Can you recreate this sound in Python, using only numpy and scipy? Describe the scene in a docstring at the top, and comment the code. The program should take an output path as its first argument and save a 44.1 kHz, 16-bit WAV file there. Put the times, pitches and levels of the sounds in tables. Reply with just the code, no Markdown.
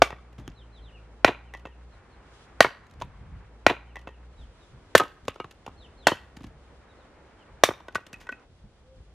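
"""Splitting firewood in a yard

A hatchet splits billets on a log block, overloading the microphone: band noise cracks over damped modes.
Sticks knock and ring, then land with a thud and rustle; chips patter. Random taps make the yard's echo.
The stretch with the second chop plays again once. Behind: falling bird whistles and one faint hoot
(gliding sines), light wind and far air (coloured noise), and a low far hum (wandering harmonics).
"""
import sys
import numpy as np
from scipy import signal
from scipy.fft import rfft, irfft
from scipy.io import wavfile
from scipy.ndimage import uniform_filter1d

SR = 44100
rng = np.random.default_rng(int(sys.argv[2]) if len(sys.argv) > 2 else 0)


def unload_audio(sound):
    """Save the sound as a 16-bit wav file, at the path given as the first command line argument."""
    columns = np.transpose(np.atleast_2d(sound))
    # keep every value between -1 and 1, then stretch to whole-number steps
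    steps = np.round(np.clip(columns, -1, 1) * 32767)
    wavfile.write(sys.argv[1], SR, steps.astype(np.int16))


N = 403069
CROSSFADE_S = 0.03


def amp(db):
    """Converts dB to amplitude."""
    return 10 ** (np.asarray(db) / 20)


def evened(x):
    """Scales to rms 1."""
    return x / np.sqrt(np.mean(x ** 2) + 1e-20)


def read(points, hz):
    """Interpolates a curve on a log-frequency axis."""
    f, value = np.transpose(points)
    return np.interp(np.log(hz + 1), np.log(f + 1), value)


def add(mix, start_s, sound):
    """Mixes a mono or stereo sound in at start_s."""
    part = mix[:, max(round(start_s * SR), 0):][:, :sound.shape[-1]]
    part += sound[..., :part.shape[-1]]


def spread(pair, side_db):
    """Two unrelated signals become middle and side of a stereo pair."""
    mid, side = pair
    return mid + amp(side_db) * side * np.array([[1], [-1]])


def noise(spectrum, side_db):
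    """Steady stereo noise of a given colour, rms 1."""
    colour = amp(read(spectrum, np.fft.rfftfreq(N, 1 / SR)))
    pair = irfft(rfft(rng.standard_normal((2, N))) * colour, N)
    return evened(spread(pair, side_db))


def drift(rate_hz):
    """Slow random wavering, rms 1."""
    hz = np.fft.rfftfreq(N, 1 / SR)
    lowpass = np.exp(-(hz / rate_hz) ** 2)
    return evened(irfft(rfft(rng.standard_normal(N)) * lowpass, N))


def swelling(base_db, swells):
    """Gain of a base level with bell-shaped swells added in power."""
    t = np.arange(N) / SR
    power = amp(base_db) ** 2
    for centre_s, db, half_s in swells:
        power = power + amp(db) ** 2 * np.exp(-((t - centre_s) / half_s) ** 2)
    return np.sqrt(power)


def together(a_db, b_db):
    """Level of two unrelated sounds at once."""
    return 20 * np.log10(np.hypot(amp(a_db), amp(b_db)))


def ring(modes, t):
    """Damped modes of a struck piece of wood."""
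    return sum(amp(db - 60 * t / t60_s) * np.sin(2 * np.pi * hz * t) for hz, db, t60_s in modes)


# contact bands: (low edge [Hz], high edge [Hz])
BANDS_HZ = [(85, 300), (300, 1200), (1200, 3500), (3500, 7000), (7000, 15500)]


def tilted(colour_db, db, brightness_db_per_octave=0):
    """Band levels of a contact, tipped about 1 kHz by its brightness."""
    centre_hz = np.sqrt(np.prod(BANDS_HZ, axis=1))
    octaves = np.log2(centre_hz / 1000)
    return np.array(colour_db) + db + brightness_db_per_octave * octaves


# stereo width of a contact, per band: side re mid [dB]
SIDE_DB = [-25, -30.5, -15.5, -9.5, -3.5]


def crunch(levels_db, decay_s, rise_s, grain=0.59, top_hz=10500):
    """Snapping fibres or grit: uneven noise under a brief force, band by band."""
    t = np.arange(SR // 10) / SR
    force = (1 - np.exp(-t / rise_s)) * np.exp(-t / decay_s)
    out = np.zeros((2, len(t)))
    for band_hz, db, side_db in zip(BANDS_HZ, levels_db, SIDE_DB):
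        snaps = rng.standard_normal((2, len(t))) * np.exp(grain * rng.standard_normal(len(t)))
        bandpass = signal.butter(4, band_hz, "bandpass", fs=SR, output="sos")
        mid, side = signal.sosfilt(bandpass, snaps * force)
        # level refers to power over 10 ms, the buffer is 100 ms
        out += amp(db) * spread([evened(mid), evened(side)], side_db) / np.sqrt(10)
    return signal.lfilter(*signal.butter(2, min(top_hz, SR / 3), fs=SR), out)


def contact(levels_db, decay_s, grit_db=-12, grit_decay_s=0.013):
    """A short crunch plus longer, sparser grit."""
    hit = crunch(levels_db, decay_s, rise_s=0.0033)
    grit = crunch(levels_db, grit_decay_s, rise_s=0.0033, grain=3.3)
    return hit + amp(grit_db) * grit


# hatchet blows: (time [s], ring swell [ms], crack gain [dB], brightness [dB/octave], block thud gain [dB],
# crack decay [s], send to yard [dB])
CHOPS = [(.019, 1.84, -15.5, -1.65, -41, 0.0025, 1.5), (1.2455, 2.16, -16.5, -2.5, -27.5, 0.002, 1),
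         (2.6052, 2.02, -14.5, -0.73, -22.5, 0.0017, 2.5), (4.9507, 1.7, -18, 1.3, -23.5, .0036, 0.5),
         (6.069, 2.3, -19, 1.1, -34.5, .0034, 4.5), (7.6357, 1.43, -18.2, 2.25, -35.5, .0025, 0.5)]
# modes of each billet on the block, one table per chop: (frequency [Hz], relative level [dB], t60 [s])
BILLET_1 = [(562, 13, 0.013), (668, 11, 0.017), (920, 0, 0.023), (1170, 21, 0.0065), (1460, -7.5, 0.038),
            (2077, -18.5, 0.028), (2170, 1, 0.0091), (3060, -12.5, 0.014), (3400, -18, 0.012),
            (4850, -15, 0.019)]
BILLET_2 = [(320, 13.5, 0.0074), (622, 12.5, 0.011), (704, 20, 0.0082), (1113, 15.5, 0.009),
            (1395, 20.5, 0.008), (1930, -13, 0.06), (2384, 19.5, 0.007), (2670, -4, 0.013),
            (3500, 11.5, 0.0021), (4000, -1, 0.015)]
BILLET_3 = [(566, 15, 0.011), (647, 10.5, 0.016), (844, 3.5, 0.019), (1247, 16.5, 0.009), (1475, 23, 0.007),
            (1890, 2.5, 0.028), (2510, -21, 0.049), (3230, -8.5, 0.013), (3920, 19.5, 0.0043),
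            (4550, 15.5, 0.0054)]
BILLET_4 = [(515, 19.5, 0.011), (610, -1.5, 0.028), (1086, 9.5, 0.014), (1327, 19, 0.007),
            (1536, 16, 0.011), (1762, -1, 0.033), (2443, -15.5, 0.037), (3020, 16.5, 0.0026),
            (3250, -14, 0.0058), (4428, -2, 0.011)]
BILLET_5 = [(319, -12.5, 0.032), (707, 21, 0.0071), (806, -13, 0.029), (1105, 4.5, 0.01), (1530, 7, 0.012),
            (1920, 22.5, 0.0045), (2570, 15.5, 0.0041), (3170, -9.5, 0.0047), (3670, -1.5, 0.0037),
            (4310, -6.5, 0.017)]
BILLET_6 = [(544, 9, 0.01), (622, 11.5, 0.012), (1174, 18.5, 0.0067), (1384, 13.5, 0.0053),
            (1543, -8.5, 0.018), (1860, 16, 0.0055), (2218, 5, 0.0076), (2787, -11, 0.018),
            (3674, 4, 0.013), (5790, 1, 0.014)]
BILLETS = [BILLET_1, BILLET_2, BILLET_3, BILLET_4, BILLET_5, BILLET_6]
# colour of cracking fibres, per band: relative level [dB]
CRACK_DB = [-25, -3, -1, -7, -11.5]
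# colour of a dull thud, per band: relative level [dB]
THUD_DB = [0, -11.5, -18.5, -36.5, -40]


def chop(row, modes, tear_db=-14.5, tear_decay_s=0.024, tear_db_per_octave=1.6, radiate_hz=110,
         far_ring_db=-1.5, far_crack_db=-0.5):
    """The blade wedges in: fibres crack and tear while the billet's dull ring swells."""
    _, swell_ms, crack_db, brightness, thud_db, decay_s, send_db = row
    t = np.arange(SR // 10) / SR
    wedge = 1 - np.exp(-(1000 * t / swell_ms) ** 2)
    # a small billet radiates little bass
    body = signal.lfilter(*signal.butter(2, radiate_hz, "highpass", fs=SR), wedge * ring(modes, t))
    crack_levels_db = together(tilted(CRACK_DB, crack_db, brightness), tilted(THUD_DB, thud_db))
    tear_levels_db = tilted(CRACK_DB, crack_db, brightness + tear_db_per_octave)
    crack = crunch(crack_levels_db, decay_s, rise_s=0.0033)
    tearing = amp(tear_db) * crunch(tear_levels_db, tear_decay_s, rise_s=0.0036, grain=0.68)
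    fibres = crack + tearing
    near = body + fibres
    # more crack than ring carries into the yard
    carried = amp(send_db) * (amp(far_ring_db) * body + amp(far_crack_db) * fibres)
    return near, carried


# last fibres part: (time [s], gain [dB], brightness [dB/octave])
SPLINTERS = [(1.265, -34, -1.5), (1.2761, -24, -4.5), (1.2797, -22.5, -4.5), (2.6245, -28.5, 1.5),
             (4.977, -30.5, 6.5), (6.081, -19.5, -5), (7.64, -26, 2)]
# colour of a snapping bundle, per band: relative level [dB]
SPLINTER_DB = [-31, -5.5, 0.5, -16.5, -17]


def splinter(row, decay_s=0.003):
    """A bundle of fibres snaps as the halves part."""
    _, db, brightness = row
    return contact(tilted(SPLINTER_DB, db, brightness), decay_s)


# stick knocks on wood: (time [s], contact gain [dB], brightness [dB/octave], ring gain [dB],
# hardness [dB/octave])
KNOCKS = [(.104, -37, 1, -47, 5), (0.126, -41, -5.5, -50.5, 0), (1.289, -25, -3, -57, 3),
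          (1.5375, -44, 4, -31.5, -5), (1.548, -41, 0.5, -38, -7), (1.6528, -38.5, -2.5, -44.5, 7),
          (1.669, -46, -0.5, -63, 14), (2.6455, -21.5, -1, -14.5, -0.5), (2.654, -28, -1, -42.5, 2),
          (2.6653, -35, -3, -37, -2), (3.013, -36, 0.5, -61, 0), (3.0194, -32, 2, -49, -15),
          (4.9976, -22.5, 2.5, -20.5, -13), (5.004, -21.5, -1, -56, -2), (5.016, -31, -3, -46, 2),
          (5.035, -35.5, 1.5, -45, -5), (5.281, -22.5, 2, -47, -6), (5.3589, -43, -1, -59, 12),
          (5.4, -30.5, -1, -44, 24), (5.443, -39, -1, -60.5, 22), (5.663, -38, 2.5, -59.5, 0),
          (5.677, -41.5, -6, -62, 0), (6.092, -33, -1, -33.5, -5.5), (6.117, -25.5, -3.5, -36, 3),
          (7.6874, -23.5, -2, -42, 0), (7.706, -41, -3.5, -24, -4), (7.803, -47, -0.5, -63, 0),
          (7.8827, -38, 1, -42, 9), (7.954, -29, 1, -15, -4), (8.14, -58, 8, -43.5, 26),
          (8.212, -51, 5, -51.5, 22), (8.2685, -48, 2, -44, 11), (8.29, -40, 1, -28.5, -2),
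          (8.324, -53, -3, -35, 4)]
# modes of the stick split off by each chop: (frequency [Hz], relative level [dB], t60 [s])
STICKS = [
    [(1900, 0, .1), (2600, -3, .05)],
    [(1857, 0, .15), (1970, -7, .12), (2643, -6, .07), (2150, -3, .04), (820, -3, .03)],
    [(2180, 0, .05), (969, -4, .05), (1700, -6, .06), (1400, 2, .02)],
    [(1260, 3, .13), (1593, -6, .07), (2250, -8, .06), (2864, -11, .05)],
    [(2550, 0, .06), (900, 0, .05), (3050, -4, .07)],
    [(1491, 0, .07), (1916, -7, .05), (2100, -12, .04), (2550, -12, .04), (1150, -2, .025)],
]
# colour of wood on wood, per band: relative level [dB]
CLACK_DB = [-15.5, -0.5, -10.5, -22, -30]


def knock(row, decay_s=0.0016, spot_db=6.5):
    """A loose stick strikes wood: a contact crunch and the stick's damped modes."""
    s, contact_db, brightness, ring_db, hardness = row
    modes = STICKS[sum(s > later[0] for later in CHOPS[1:])]
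    main_hz = modes[0][0]
    struck = []
    for hz, db, t60_s in modes:
        # hardness tilts modes about the main one, up to an octave above; the spot struck varies them
        tilt_db = hardness * min(np.log2(hz / main_hz), 1)
        struck.append((hz, db + tilt_db + spot_db * rng.standard_normal(), t60_s))
    t = np.arange(SR // 4) / SR
    onset = 1 - np.exp(-t / 0.00092)
    out = np.tile(amp(ring_db) * ring(struck, t) * onset, (2, 1))
    add(out, 0, contact(tilted(CLACK_DB, contact_db, brightness), decay_s))
    return out


# wood lands on earth and dry leaves: (time [s], thud gain [dB], rustle gain [dB], decay [s])
LANDINGS = [(.381, -37.5, -63.5, .005), (0.392, -41.5, -65, 0.025), (0.4775, -35, -50, 0.00075),
            (2.896, -57, -71, .004), (3, -55, -59, 0.0041), (5.2516, -50.5, -62, 0.0022),
            (5.28, -31.5, -49.5, 0.0015), (5.442, -43.5, -65, 0.0018), (5.5087, -65.5, -54, 0.0038),
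            (6.367, -41, -53.5, 0.0027), (6.405, -40, -66, 0.0042), (6.439, -36.5, -56.5, 0.0036),
            (6.465, -47, -63, 0.0049), (7.9477, -44, -42, 0.0023), (7.954, -36.5, -38.5, 0.0026),
            (8.065, -50, -53.5, 0.0029), (8.1293, -45.5, -48, 0.0021), (8.2005, -73, -55, 0.023),
            (8.318, -45.5, -59.5, .005)]
# colour of dry leaves, per band: relative level [dB]
RUSTLE_DB = [-23, -5, 3, -2, -6]


def landing(row):
    """Soft ground damps the stick: only a thud and a rustle of leaves."""
    _, thud_db, rustle_db, decay_s = row
    return contact(together(tilted(THUD_DB, thud_db), tilted(RUSTLE_DB, rustle_db)), decay_s)


def chips(count=3, earliest_s=0.26, latest_s=0.42, mean_db=-66, vary_db=3, decay_s=0.0018):
    """A few chips tick into the leaves at random delays after each blow."""
    out = np.zeros((2, N))
    for chop_s, *_ in CHOPS:
        for _ in range(count):
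            delay_s = rng.uniform(earliest_s, latest_s)
            db = mean_db + rng.uniform(-vary_db, vary_db)
            add(out, chop_s + delay_s, contact(tilted(RUSTLE_DB, db), decay_s))
    return out


# echo colour: (frequency [Hz], level [dB])
YARD_DB = [(100, -21.5), (500, -31.5), (1300, -18), (2900, -11), (6000, -18.5), (12000, -20)]
# echo decay: (frequency [Hz], t60 [s])
YARD_T60 = [(100, 0.79), (1000, 0.55), (3000, 0.37), (6000, 0.37), (12000, 0.4)]


def yard(x, near_db=3, near_decay_s=0.029, wall_s=0.0198, wall_db=14, wall_spread_s=0.00044, lumpy_db=3):
    """Scatter from the ground nearby, one smeared wall echo, and a short, lumpy open-air tail."""
    t = np.arange(SR * 2 // 3) / SR
    shape = np.clip(t / 0.0028, 0, 1) ** 2 * (1 + amp(near_db) * np.exp(-t / near_decay_s))
    # separate trees and fences return the sound in clumps
    shape *= amp(lumpy_db * evened(uniform_filter1d(rng.standard_normal(len(t)), size=130)))
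    shape += amp(wall_db) * (t > wall_s) * np.exp(-abs(t - wall_s) / wall_spread_s)
    signs = rng.choice([-1., 1.], (2, len(t)))
    sparse = rng.random((2, len(t))) < 0.2
    taps = signs * sparse * shape
    hz, age_s, z = signal.stft(spread(taps, side_db=-9.5), SR, nperseg=256)
    z = z * amp(-60 * age_s / read(YARD_T60, hz)[:, None])
    tail = signal.istft(z, SR, nperseg=256)[1]
    coloured = signal.istft(z * amp(read(YARD_DB, hz))[:, None], SR, nperseg=256)[1]
    impulse = coloured / np.linalg.norm(tail[0])
    return signal.fftconvolve(x.mean(0)[None], impulse, axes=1)[:, :N]


LIFT_S, CREST_S, FALL_PER_S = 0.016, 0.02, 5.6  # rise, crest roundness, fall as share of pitch per s


def whistle(fall_s, crest_hz, db, waver=0.0097, late=1.6, flutter_db=2):
    """A near-sine note that lifts to a crest, then slurs down at a steady rate."""
    t = np.arange(-LIFT_S, fall_s, 1 / SR)
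    hz = crest_hz * (1 - FALL_PER_S * (np.hypot(t, CREST_S) - CREST_S))
    hz *= 1 + waver * evened(uniform_filter1d(rng.standard_normal(len(t)), size=150))
    # loudest in its fall, with an uneven swell
    swell = abs(np.sin(np.pi * np.linspace(0, 1, len(t)) ** late)) ** 0.5
    swell *= amp(flutter_db * evened(uniform_filter1d(rng.standard_normal(len(t)), size=400)))
    return amp(db) * evened(swell * np.sin(2 * np.pi * np.cumsum(hz) / SR))


# bird whistles: (crest time [s], fall length [s], nominal crest pitch [Hz], level before path gain [dB])
WHISTLES = [(.44, 0.068, 3450, -65), (0.561, 0.077, 4130, -58), (.738, 0.065, 4100, -58),
            (.822, 0.095, 4150, -59.5), (.937, 0.052, 2920, -56.5), (1.462, .055, 3100, -64),
            (1.563, 0.048, 3190, -66), (1.69, 0.061, 3200, -66), (1.925, 0.03, 4190, -68),
            (2.115, 0.038, 4326, -70.5), (4.385, 0.065, 3900, -61), (4.61, .045, 3900, -65.5),
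            (5.784, .092, 4250, -55.5), (5.987, 0.17, 4280, -55), (6.9, 0.027, 3900, -65.5),
            (6.98, 0.06, 4230, -71), (7.394, 0.045, 3170, -65)]


def birds(direct_db=-4, reflection_db=-17, reflection_s=0.022, yard_db=1):
    """Distant calls, each trailed by one reflection and the yard's echo."""
    calls = np.zeros((2, N))
    for crest_s, *note in WHISTLES:
        call = whistle(*note)
        add(calls, crest_s - LIFT_S, call)
        add(calls, crest_s - LIFT_S + reflection_s, amp(reflection_db - direct_db) * call)
    return amp(direct_db) * calls + amp(yard_db) * yard(calls)


# far hoot: (start [s], length [s], nominal end pitch [Hz], nominal crest pitch [Hz], mean crest level [dB])
HOOT = (8.83, .2, 495, 525, -58)


def hoot():
    """One soft far note: a wavering sine that arches up and sinks again."""
    start_s, length_s, end_hz, crest_hz, db = HOOT
    arch = np.sin(np.pi * np.clip((np.arange(N) / SR - start_s) / length_s, 0, 1))
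    hz = end_hz + (crest_hz - end_hz) * arch + 4 * drift(40)
    tone = np.sqrt(2) * np.sin(2 * np.pi * np.cumsum(hz) / SR)
    return amp(db + 2 * drift(30.03)) * arch * tone


# wind colour: (frequency [Hz], relative density [dB/Hz])
WIND = [(15, -24.5), (30, -11.5), (48, 1.5), (75, -3), (120, -7.5), (200, -16), (400, -36), (1500, -69.5),
        (8000, -110)]
# strongest puffs: (time [s], level [dB], half length [s])
GUSTS = [(0.483, -44, 0.05), (3.028, -41, 0.063), (3.313, -41.5, 0.1), (4.429, -45.5, 0.041),
         (4.75, -47, 0.03), (5.247, -39.5, 0.0092), (6.472, -49, 0.075), (8.656, -45.5, .018),
         (8.99, -47.5, .025)]


def wind(wind_db, lumpy_db=1.5, lumps_hz=8):
    """Lumpy low rumble at the microphone that swells in short puffs."""
    return swelling(wind_db + lumpy_db * drift(lumps_hz), GUSTS) * noise(WIND, side_db=-18.5)


# colour of the three parts of the air: (frequency [Hz], relative density [dB/Hz])
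MURMUR = [(60, -11), (200, 1), (500, 2), (700, -3.5), (1200, -19), (3000, -51), (12000, -89.5)]
MIDDLE = [(200, -34.5), (500, -12.5), (800, 0), (1400, -2), (2200, -8), (3000, -17), (6000, -40),
          (12000, -80)]
HISS = [(1000, -29.5), (2400, -5.5), (3200, -1.5), (5000, -7), (8000, -12.5), (10500, -17.5), (12000, -36),
        (16000, -50)]
# brief swells of high noise: (time [s], level [dB], half length [s])
HIGH_SWELLS = [(1.957, -71, 0.038), (2.38, -63.5, 0.075), (4.41, -67.5, 0.042), (4.634, -66, .05)]


def air(murmur_db, middle_db, hiss_db, flutter_db=0.9):
    """Far outdoor murmur and leaf hiss: three coloured noises, gently wavering; brief bright swells of noise
    ride on the top one."""
    parts = [noise(MURMUR, side_db=-11.5), noise(MIDDLE, side_db=-8), noise(HISS, side_db=2.5)]
    gains = [amp(murmur_db), amp(middle_db), swelling(hiss_db, HIGH_SWELLS)]
    return sum(part * gain * amp(flutter_db * drift(17)) for part, gain in zip(parts, gains))


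# hum partials: (multiple of fundamental, relative level [dB])
HUM_PARTIALS = [(1, 0.5), (2, -11.5), (3, -20), (4, -24)]
SAG_S, SAG_HZ, SAG_HALF_S = 0.94, 6, 0.42  # pitch dip: time, depth, half length


def hum(hz, db, waver=0.0065, flutter_db=2):
    """A low drone like a far engine, wandering in pitch and sagging once as if under load."""
    t = np.arange(N) / SR
    sag_hz = SAG_HZ * np.exp(-((t - SAG_S) / SAG_HALF_S) ** 2)
    turns = np.cumsum((hz - sag_hz) * (1 + waver * drift(11.0))) / SR
    tone = np.zeros(N)
    for multiple, partial_db in HUM_PARTIALS:
        gain = amp(partial_db + flutter_db * drift(4.5))
        tone += gain * np.sin(2 * np.pi * round(multiple) * turns)
    return amp(db) * evened(tone)


# background stretches: (start [s], murmur [dB], middle [dB], hiss [dB], wind [dB], nominal hum pitch [Hz],
# hum gain [dB])
STRETCHES = [(0, -59.5, -62, -70.5, -58.5, 60.13, -47), (1.92, -60, -58.5, -70, -55.5, 60.85, -67),
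             (4.34, -60.5, -62.5, -68.5, -58, 46.52, -64), (5.7, -58, -61.5, -68.5, -56, 65, -56.5),
             (6.801, -58.5, -60, -70, -58, 63.37, -67), (8.451, -65, -69.5, -71, -58, 64.2, -84)]


def background():
    """Wind, air and hum, whose base settings hold through each stretch and glide to the next."""
    starts_s, *columns = np.transpose(STRETCHES)
    which = np.searchsorted(starts_s[1:], np.arange(N) / SR)
    glide = max(int(CROSSFADE_S * SR), 1)
    curves = [uniform_filter1d(column[which], glide) for column in columns]
    murmur_db, middle_db, hiss_db, wind_db, hum_hz, hum_db = curves
    return wind(wind_db) + air(murmur_db, middle_db, hiss_db) + hum(hum_hz, hum_db)


# repeated stretch: (start [s], end [s], delay [s])
REPLAY = (1.04, 1.92, 2.41909)


def replay(out):
    """Crossfades to a delayed copy of one stretch, then back."""
    start, end, delay = (round(s * SR) for s in REPLAY)
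    inside = (np.arange(N) >= start + delay) & (np.arange(N) < end + delay)
    share = np.clip(uniform_filter1d(1. * inside, max(int(CROSSFADE_S * SR), 1)), 0, 1)
    angle = share * np.pi / 2
    return np.cos(angle) * out + np.sin(angle) * np.roll(out, delay, axis=1)


def scene():
    """Wood sounds and their echo, chips, birds and hoot over the background; one stretch plays twice."""
    wood, sent = np.zeros((2, 2, N))
    for row, modes in zip(CHOPS, BILLETS):
        blow, carried = chop(row, modes)
        add(wood, row[0], blow)
        add(sent, row[0], carried)
    for source, rows in [(splinter, SPLINTERS), (knock, KNOCKS), (landing, LANDINGS)]:
        for row in rows:
            hit = source(row)
            add(wood, row[0], hit)
            add(sent, row[0], hit)
    return replay(wood + chips() + yard(sent) + birds() + hoot() + background())


def record(dry, threshold_db=-25, duck_share=0.16, attack_s=0.14, recover_db_per_s=18, edge_hz=15700):
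    """Blows flatten near full scale, a sluggish gain control ducks what follows, then a band limit."""
    clipped = dry / (1 + dry ** 8) ** (1 / 8)
    power_db = 10 * np.log10(abs(uniform_filter1d((clipped ** 2).mean(0), size=400)) + 1e-12)
    # peak hold that falls at a steady rate
    fall_db = recover_db_per_s * np.arange(N) / SR
    held_db = np.maximum.accumulate(power_db + fall_db) - fall_db
    over_db = np.maximum(held_db - threshold_db, 0)
    keep = np.exp(-1 / (attack_s * SR))
    ducked = clipped * amp(-duck_share * signal.lfilter([1 - keep], [1, -keep], over_db))
    lowpass = signal.firwin(511, edge_hz, window=("kaiser", 9), fs=SR)
    return signal.oaconvolve(ducked, lowpass[None], "same")


dry = scene()
out = record(dry)
unload_audio(out)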